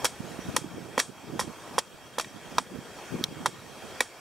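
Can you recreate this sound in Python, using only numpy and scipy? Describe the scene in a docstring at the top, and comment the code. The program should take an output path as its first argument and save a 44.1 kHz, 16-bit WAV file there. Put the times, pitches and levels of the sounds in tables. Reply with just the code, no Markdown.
"""A blade chops the husk of a green coconut lying on a log, a few metres from a camera on a beach.
From the start, surf washes and insects sing far off while wind buffets the two microphones.
Seven blows fall in the first 2.6 s; each knocks the nut, rips wet fibres and lets juice hiss out.
A separate sharp tick sounds in the pause, at 3.24 s; two more blows follow at 3.5 and 4.0 s.
The camera notches five narrow bands throughout; its gain control ducks the surf after each blow."""
import sys
import numpy as np
from scipy import signal
from scipy.io import wavfile
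from scipy.ndimage import uniform_filter1d

SR = 44100
rng = np.random.default_rng(int(sys.argv[2]) if len(sys.argv) > 2 else 0)


def inscribe(sig):
    """Save sig as 16-bit PCM at rate SR to the path in sys.argv[1].

    A 1-D sig is mono; a 2-D sig holds one channel per row.
    Samples are clipped to [-1, 1] before scaling.
    """
    pcm = np.round(np.clip(np.atleast_2d(sig).T, -1, 1) * 32767)
    wavfile.write(sys.argv[1], SR, pcm.astype(np.int16))


N = 185301
BINS_HZ = np.fft.rfftfreq(4096, 1 / SR)
TOP_HZ, CUTOFF_HZ = 15750, 16600


def gain_of(db):
    """Decibels to amplitude factor."""
    return 10 ** (np.asarray(db) / 20)


def unit_rms(x):
    """Scale to rms 1."""
    return x / np.sqrt(np.mean(x ** 2) + 1e-20)


def curve_at(points, hz):
    """Interpolate a table over log frequency."""
    points_hz, values = np.transpose(points)
    return np.interp(np.log(hz + 1), np.log(points_hz + 1), values)


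def add(mix, start_s, sound):
    """Mix a sound in at start_s."""
    part = mix[..., round(start_s * SR):][..., :sound.shape[-1]]
    part += sound[..., :part.shape[-1]]


def pan_gains(pan_db):
    """Channel gains; pan is left minus right."""
    return gain_of(np.array([pan_db / 2, -pan_db / 2]))


def min_phase(db):
    """Minimum-phase impulse response for gains on BINS_HZ."""
    log_gain = np.log(gain_of(np.maximum(np.r_[db, db[-2:0:-1]], -100)))
    return np.fft.ifft(np.exp(np.conj(signal.hilbert(log_gain)))).real[:2048]


def tinted(x, db):
    """Colour x with a unit-energy filter."""
    colour = min_phase(db)
    return signal.oaconvolve(x, colour / np.linalg.norm(colour))[:len(x)]


def wander(shape, samples):
    """Smooth random drift, rms 1."""
    return unit_rms(uniform_filter1d(uniform_filter1d(rng.standard_normal(shape), samples), samples))


def stereo_noise(shape_db, correlation, patchy_db, size=1024):
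    """Shaped noise with drifting spectral patches, rms 1; correlation is a number or a table."""
    frames, hz = 4 * N // size + 5, np.fft.rfftfreq(size, 1 / SR)
    left_re, left_im, other_re, other_im, patches = rng.standard_normal((frames, len(hz), 5)).T
    patches = unit_rms(uniform_filter1d(uniform_filter1d(patches, 9, axis=0), 9, axis=1))
    shared = correlation if np.isscalar(correlation) else curve_at(correlation, hz)[:, None]
    left, other = left_re + 1j * left_im, other_re + 1j * other_im
    spectra = np.array([left, shared * left + np.sqrt(1 - shared ** 2) * other])
    spectra *= gain_of(shape_db(hz)[..., None] + patchy_db * patches)
    return unit_rms(signal.istft(spectra, nperseg=size, noverlap=3 * size // 4)[1][:, :N])


def insects(centre_hz=3230, width_hz=260, level_db=-65.5):
    """Far chorus: a steady narrow band of noise."""
    def band_db(hz):
        return -6 * (2 * (hz - centre_hz) / width_hz) ** 4
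    return gain_of(level_db) * stereo_noise(band_db, correlation=0.58, patchy_db=1.8)


# Surf spectrum: (frequency [Hz], density [dB])
SURF_SPECTRUM = [(24, -46), (40, -30), (96, -2.5), (179, -10), (248, -11.5), (352, -2.5), (691, -3.5),
                 (1580, -7.5), (3020, -10.5), (3250, -15.5), (3970, -16), (8200, -18.5), (15700, -34)]
# Surf left-right likeness: (frequency [Hz], correlation [ratio])
SURF_CORRELATION = [(60, 0.11), (130, 0.069), (290, 0.93), (640, 0.94), (1410, 0.91), (3100, 0.85),
                    (6820, 0.46), (15000, 0.21)]
# Surf balance: (frequency [Hz], pan [dB])
SURF_PAN = [(100, 1), (700, -1.5), (4400, -0.5), (8000, 1.5), (15000, -0.7)]
# Surf swell: (time [s], level [dB])
SURF_SWELL = [(0, -40), (.3, -39.5), (.6, -42.5), (.9, -45), (1.199, -43.5), (1.5, -42.5), (1.8, -44),
              (2.1, -46.5), (2.4, -46.5), (2.7, -43.5), (3.0, -43), (3.3, -45), (3.602, -42.5),
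              (3.9, -42.5), (4.2, -43.5)]


def surf():
    """Far, wide wash that swells slowly."""
    def shape_db(hz):
        pan_db = np.outer([.5, -.5], curve_at(SURF_PAN, hz))
        treble_bump_db = 6.8 * (abs(hz - 12800) < 120)
        return curve_at(SURF_SPECTRUM, hz) + pan_db + treble_bump_db - 90 * (hz > TOP_HZ)
    wash = stereo_noise(shape_db, SURF_CORRELATION, patchy_db=1.95)
    return wash * gain_of(np.interp(np.arange(N) / SR, *np.transpose(SURF_SWELL)))


# Turbulence spectrum: (frequency [Hz], density [dB])
WIND_SPECTRUM = [(30, -31), (70, -18.5), (140, 3), (250, -1), (450, -7), (900, -21), (3000, -44)]
# Gust envelope: (time [s], level [dB])
WIND_GUSTS = [(0.0, -46.5), (0.15, -53), (0.2, -42), (0.42, -44.5), (0.55, -44.5), (0.63, -46),
              (0.82, -41.5), (1.02, -54), (1.1, -42), (1.18, -49.5), (1.33, -38.5), (1.48, -41.5),
              (1.53, -54), (1.79, -40.5), (1.83, -55.5), (2.45, -51.5), (2.67, -48), (2.71, -41),
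              (2.8, -40.5), (2.84, -53), (3.08, -56), (3.141, -35.5), (3.18, -36.5), (3.29, -46),
              (3.45, -41), (3.61, -48), (3.85, -49.5), (4.0, -57.5), (4.2, -64)]
# Single eddies: (centre time [s], level [dB], frequency [Hz], pan [dB])
WIND_EDDIES = [(0.206, -32, 206, -32), (.392, -32, 264, -25), (0.48, -42, 218, 9), (0.488, -34.5, 206, -27),
               (.543, -36.5, 250, 17), (0.584, -27, 250, 4), (0.645, -27, 283, 4), (0.743, -35, 199, 11),
               (0.782, -30, 325, 15), (1.091, -35, 160, -4), (1.301, -23, 326, -6), (1.324, -38, 340, 16),
               (1.354, -29.5, 274, -21.5), (1.36, -22, 264, -1), (1.479, -28.5, 265, -13),
               (2.753, -32, 220, -20), (2.790, -28, 199, -12), (3.143, -25.5, 348, 15),
               (3.151, -27.5, 187, 2), (3.152, -26, 265, 1), (3.213, -25, 267, -10),
               (3.328, -36.5, 253, -21), (3.412, -39, 230, 22)]


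def wind(mean_pan_db=-3, veer_db=7, lump_db=3.87):
    """Turbulence on the microphones: lumpy rumble and soft thumps of single eddies."""
    balance = pan_gains(mean_pan_db + veer_db * wander(N, samples=2500))
    gust_db = np.interp(np.arange(N) / SR, *np.transpose(WIND_GUSTS))
    envelope = gain_of(gust_db + lump_db * wander((2, N), samples=500))
    rumble = stereo_noise(lambda hz: curve_at(WIND_SPECTRUM, hz), correlation=0.55, patchy_db=2.2)
    out = rumble * envelope * balance
    for centre_s, level_db, hz, pan_db in WIND_EDDIES:
        cycles = np.arange(0, 2.2, hz / SR)
        thump = gain_of(level_db) * np.sin(2 * np.pi * cycles) * np.hanning(len(cycles))
        add(out, centre_s - len(cycles) / 2 / SR, np.outer(pan_gains(pan_db), thump))
    return out


# Juice hiss spectrum: (frequency [Hz], density [dB])
JUICE_SPECTRUM = [(2000, -8), (5000, -8), (8300, -3.5), (10500, -12), (15500, -42)]


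def spray(level_db, rise_s=0.00097, t60_s=0.24):
    """Juice leaves the cut with a smooth high hiss."""
    t = np.arange(9000) / SR
    hiss = tinted(rng.standard_normal(len(t)), curve_at(JUICE_SPECTRUM, BINS_HZ))
    return gain_of(level_db - 60 * t / t60_s) * (1 - np.exp(-t / rise_s)) * hiss


# Fibre snap spectrum: (frequency [Hz], density [dB])
FIBRE_SPECTRUM = [(180, -40), (300, -3.5), (1000, 3), (1380, 2), (1830, 0), (3530, -1.5), (5640, -2),
                  (10500, -11), (15200, -33), (16500, -40)]


def rip(level_db, rise_ms, t60_s, tilt_db_per_oct, crest_factor=3):
    """Wet fibres of uneven size snap: a dense crackle swells, darkens and dies."""
    t = np.arange(6000) / SR
    snaps = rng.standard_normal(len(t)) * gain_of(3.3 * np.minimum(rng.exponential(1, len(t)), 4))
    envelope = (1 - np.exp(-1000 * t / rise_ms)) * gain_of(-60 * t / t60_s)
    envelope /= envelope.max()
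    colour_db = curve_at(FIBRE_SPECTRUM, BINS_HZ) + tilt_db_per_oct * np.log2((BINS_HZ + 200) / 4000)
    crackle = tinted(unit_rms(snaps) * envelope, colour_db)
    dull = uniform_filter1d(crackle, size=3)
    sound = dull + (crackle - dull) * 3.07 * gain_of(-25 * t / t60_s)  # finest snaps stop first
    sound *= np.linalg.norm(envelope) / np.linalg.norm(sound)  # rms near 1 at the envelope's top
    return gain_of(level_db) * sound / crest_factor


# Modes of nut and log: (frequency [Hz], level [dB], base t60 [s])
NUT_MODES = [(261, 3.5, 0.12), (506.4, 2, 0.059), (884, -9.5, 0.075), (1011.6, 0.1, 0.034),
             (1222, -3, 0.02), (1440, -30, 0.028), (1892, -0.5, 0.034), (2274, -5, 0.048),
             (3520, -1, 0.016), (3790, 3.5, 0.019), (4010, -13, 0.046), (5800, -7, .025)]


def knock(level_db, spot_hz, falloff_db, ring_scale, contact_cycles=0.24, feed_cycles=0.66):
    """The blade's half-sine push rings the modes; the struck spot favours those near spot_hz."""
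    t = np.arange(4000) / SR
    ring = np.zeros(len(t))
    for hz, mode_db, t60_s in NUT_MODES:
        loss_db = min(falloff_db * np.log2(hz / spot_hz) ** 2, 20.5)
        ring += gain_of(mode_db - loss_db - 60 * t / (t60_s * ring_scale)) * np.sin(2 * np.pi * hz * t)
    ring *= 1 - 0.91 * np.exp(-t * spot_hz / feed_cycles)  # the wedging blade feeds the ring
    ring[0] = 1.0  # direct blade contact
    push = np.sin(np.pi * np.clip(t[:100] * spot_hz / contact_cycles, 0, 1))
    sound = np.convolve(np.diff(push, prepend=0), ring)[:len(t)]  # the change of force radiates
    return -gain_of(level_db) * sound / abs(sound).max()  # pressure drops first


# Scatter off the camera body: (frequency [Hz], side re mid [dB])
SCATTER_SPECTRUM = [(500, -26), (3000, -14.5), (5500, -14), (8500, -6.5), (13000, -0.5)]


def body_scatter(mid):
    """The camera body scatters treble unevenly to the two microphones, anew for each sound."""
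    echoes = rng.standard_normal(300) * np.exp(-np.arange(300) / 210)
    response = np.convolve(echoes / np.linalg.norm(echoes), min_phase(curve_at(SCATTER_SPECTRUM, BINS_HZ)))
    side = signal.oaconvolve(mid, response)[:len(mid)]
    return mid + np.outer([1, -1], side)


# Blows on the nut, and one separate sharp tick at 3.24 s:
# (time [s], level [dB], spot frequency [Hz], falloff [dB/oct^2], ring scale [ratio])
IMPACTS = [(.0447, -14.5, 760, 7.5, 0.4), (.0520, -18, 910, 2, 0.34), (.5640, -13, 930, 9.5, 0.76),
           (.9781, -10, 724, 3.5, 0.42), (.9996, -6, 1770, 42, 0.33), (1.3933, -12.5, 910, 6.5, 0.65),
           (1.4100, -19, 1030, 11, 0.85), (1.7812, -10.5, 803, 10, 0.4), (2.1826, -16, 715, 6, 0.44),
           (2.1968, -25.5, 1080, 20, 0.8), (2.2455, -26.5, 1680, 8, 0.31), (2.5827, -11.5, 1134, 43, 0.89),
           (3.2398, -10, 4180, 5, 0.33), (3.4588, -9, 1135, 21, 0.75), (4.0055, -9, 2080, 23, 0.72),
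           (4.0062, -16.5, 646, 9, 0.45)]
# Husk tearing, and the tick's brief crackle: (time [s], level [dB], rise [ms], t60 [s], tilt [dB/oct])
CRACKLES = [(.0447, -12, .4, 0.051, 5.5), (.0510, -8, 1.3, 0.052, 0.6), (.0615, -16, 1.2, 0.054, 0.5),
            (.5634, -8, 2.1, 0.023, 1.5), (.5720, -25, 1.2, 0.051, 6), (.9785, -19, 0.48, 0.046, -0.5),
            (.9830, -19, .6, 0.02, 4), (.9900, -10, 6.1, 0.057, -0.8), (.9996, -7, 0.18, 0.033, 0.8),
            (1.3933, -16, 0.21, 0.039, -0.5), (1.3975, -16, 2.3, 0.093, 3.5), (1.4105, -23, 1.1, 0.1, -2.5),
            (1.7812, -18.5, 2.9, 0.039, -0.5), (1.7865, -7, 0.1, 0.044, -0.4), (2.1845, -15, 1.2, 0.031, 1),
            (2.1962, -12, 2.3, 0.027, -1), (2.2078, -21, 1.6, 0.047, 1), (2.5827, -10, 0.16, 0.048, -3.5),
            (3.2398, -15.5, 0.33, 0.015, -1), (3.4588, -10.5, 0.31, 0.059, -2),
            (4.0053, -10, .4, 0.038, -0.1), (4.0058, -14.5, 0.12, 0.009, 7), (4.0156, -25, 1.5, 0.11, -2.5)]
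# Juice spurts: (time [s], level [dB])
JUICE_SPRAYS = [(.065, -33), (.575, -34.5), (1.005, -28), (1.42, -40), (1.795, -42.5), (2.215, -41),
                (2.595, -40), (3.475, -39), (4.015, -35.5)]
# Balance of chops and tick: (frequency [Hz], pan [dB])
CHOP_PAN = [(1000, -2), (3000, -1), (5500, -0.2), (8500, 1), (13000, -3)]


def chops_and_tick():
    """Each chop's knock, rip and spray, plus the separate tick, slightly to the right."""
    out = np.zeros((2, N))
    for events, source in ((IMPACTS, knock), (CRACKLES, rip), (JUICE_SPRAYS, spray)):
        for start_s, *settings in events:
            add(out, start_s, body_scatter(source(*settings)))
    pan_db = curve_at(CHOP_PAN, BINS_HZ)
    return signal.oaconvolve(out, [min_phase(pan_db / 2), min_phase(-pan_db / 2)], axes=1)[:, :N]


def scene():
    """Everything that reaches the two microphones."""
    return chops_and_tick() + surf() + insects() + wind()


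def notches(x, spacing_hz=1024.5, width_hz=110):
    """The camera cuts five narrow bands, each to 15% amplitude."""
    for hz in spacing_hz * np.arange(2, 7):
        notched = signal.lfilter(*signal.iirnotch(hz, hz / width_hz, SR), x)
        x = .85 * notched + .15 * x
    return x


def gain_control(x, threshold_db=-34, slope=0.62, attack_s=.015, makeup_db=3.5):
    """A peak-holding level detector pulls the gain down fast and lets it back slowly."""
    power = signal.lfilter([.004], [1, -.996], (x ** 2).mean(0))
    power_db = 10 * np.log10(power + 1e-12)
    power_db[0] = -27  # starts partly ducked
    fall_db = 19.9 * np.arange(N) / SR
    held_db = np.maximum.accumulate(power_db + fall_db) - fall_db
    over_db = np.maximum(held_db - threshold_db, 0)
    step = 1 / (attack_s * SR)
    smooth_db, _ = signal.lfilter([step], [1, step - 1], over_db, zi=[over_db[0]])
    return x * gain_of(makeup_db - slope * smooth_db)


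# Microphone housing dip and resonances: (frequency [Hz], width [Hz], gain [dB])
HOUSING_BANDS = [(2886, 330, -5), (3223, 200, 8.5), (5610, 360, 5)]


def record(dry, hiss_db=-69.5):
    """Camera chain: housing colour, top shelf, notches, gain control, converter hiss, low-pass."""
    housing_db = sum(db / (1 + (2 * (BINS_HZ - hz) / width_hz) ** 2) for hz, width_hz, db in HOUSING_BANDS)
    colour = min_phase(housing_db - 17 * (BINS_HZ > TOP_HZ))
    coloured = signal.oaconvolve(dry, colour[None], axes=1)[:, :N]
    ducked = gain_control(notches(coloured))
    hiss = stereo_noise(lambda hz: 6 * np.log2(hz + 50) - 120 * (hz > TOP_HZ),
                        correlation=.2, patchy_db=.3, size=512)
    lowpass = signal.firwin(511, CUTOFF_HZ, window=("kaiser", 9), fs=SR)
    return signal.oaconvolve(ducked + gain_of(hiss_db) * hiss, lowpass[None], "same")


dry = scene()
out = record(dry)
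inscribe(out)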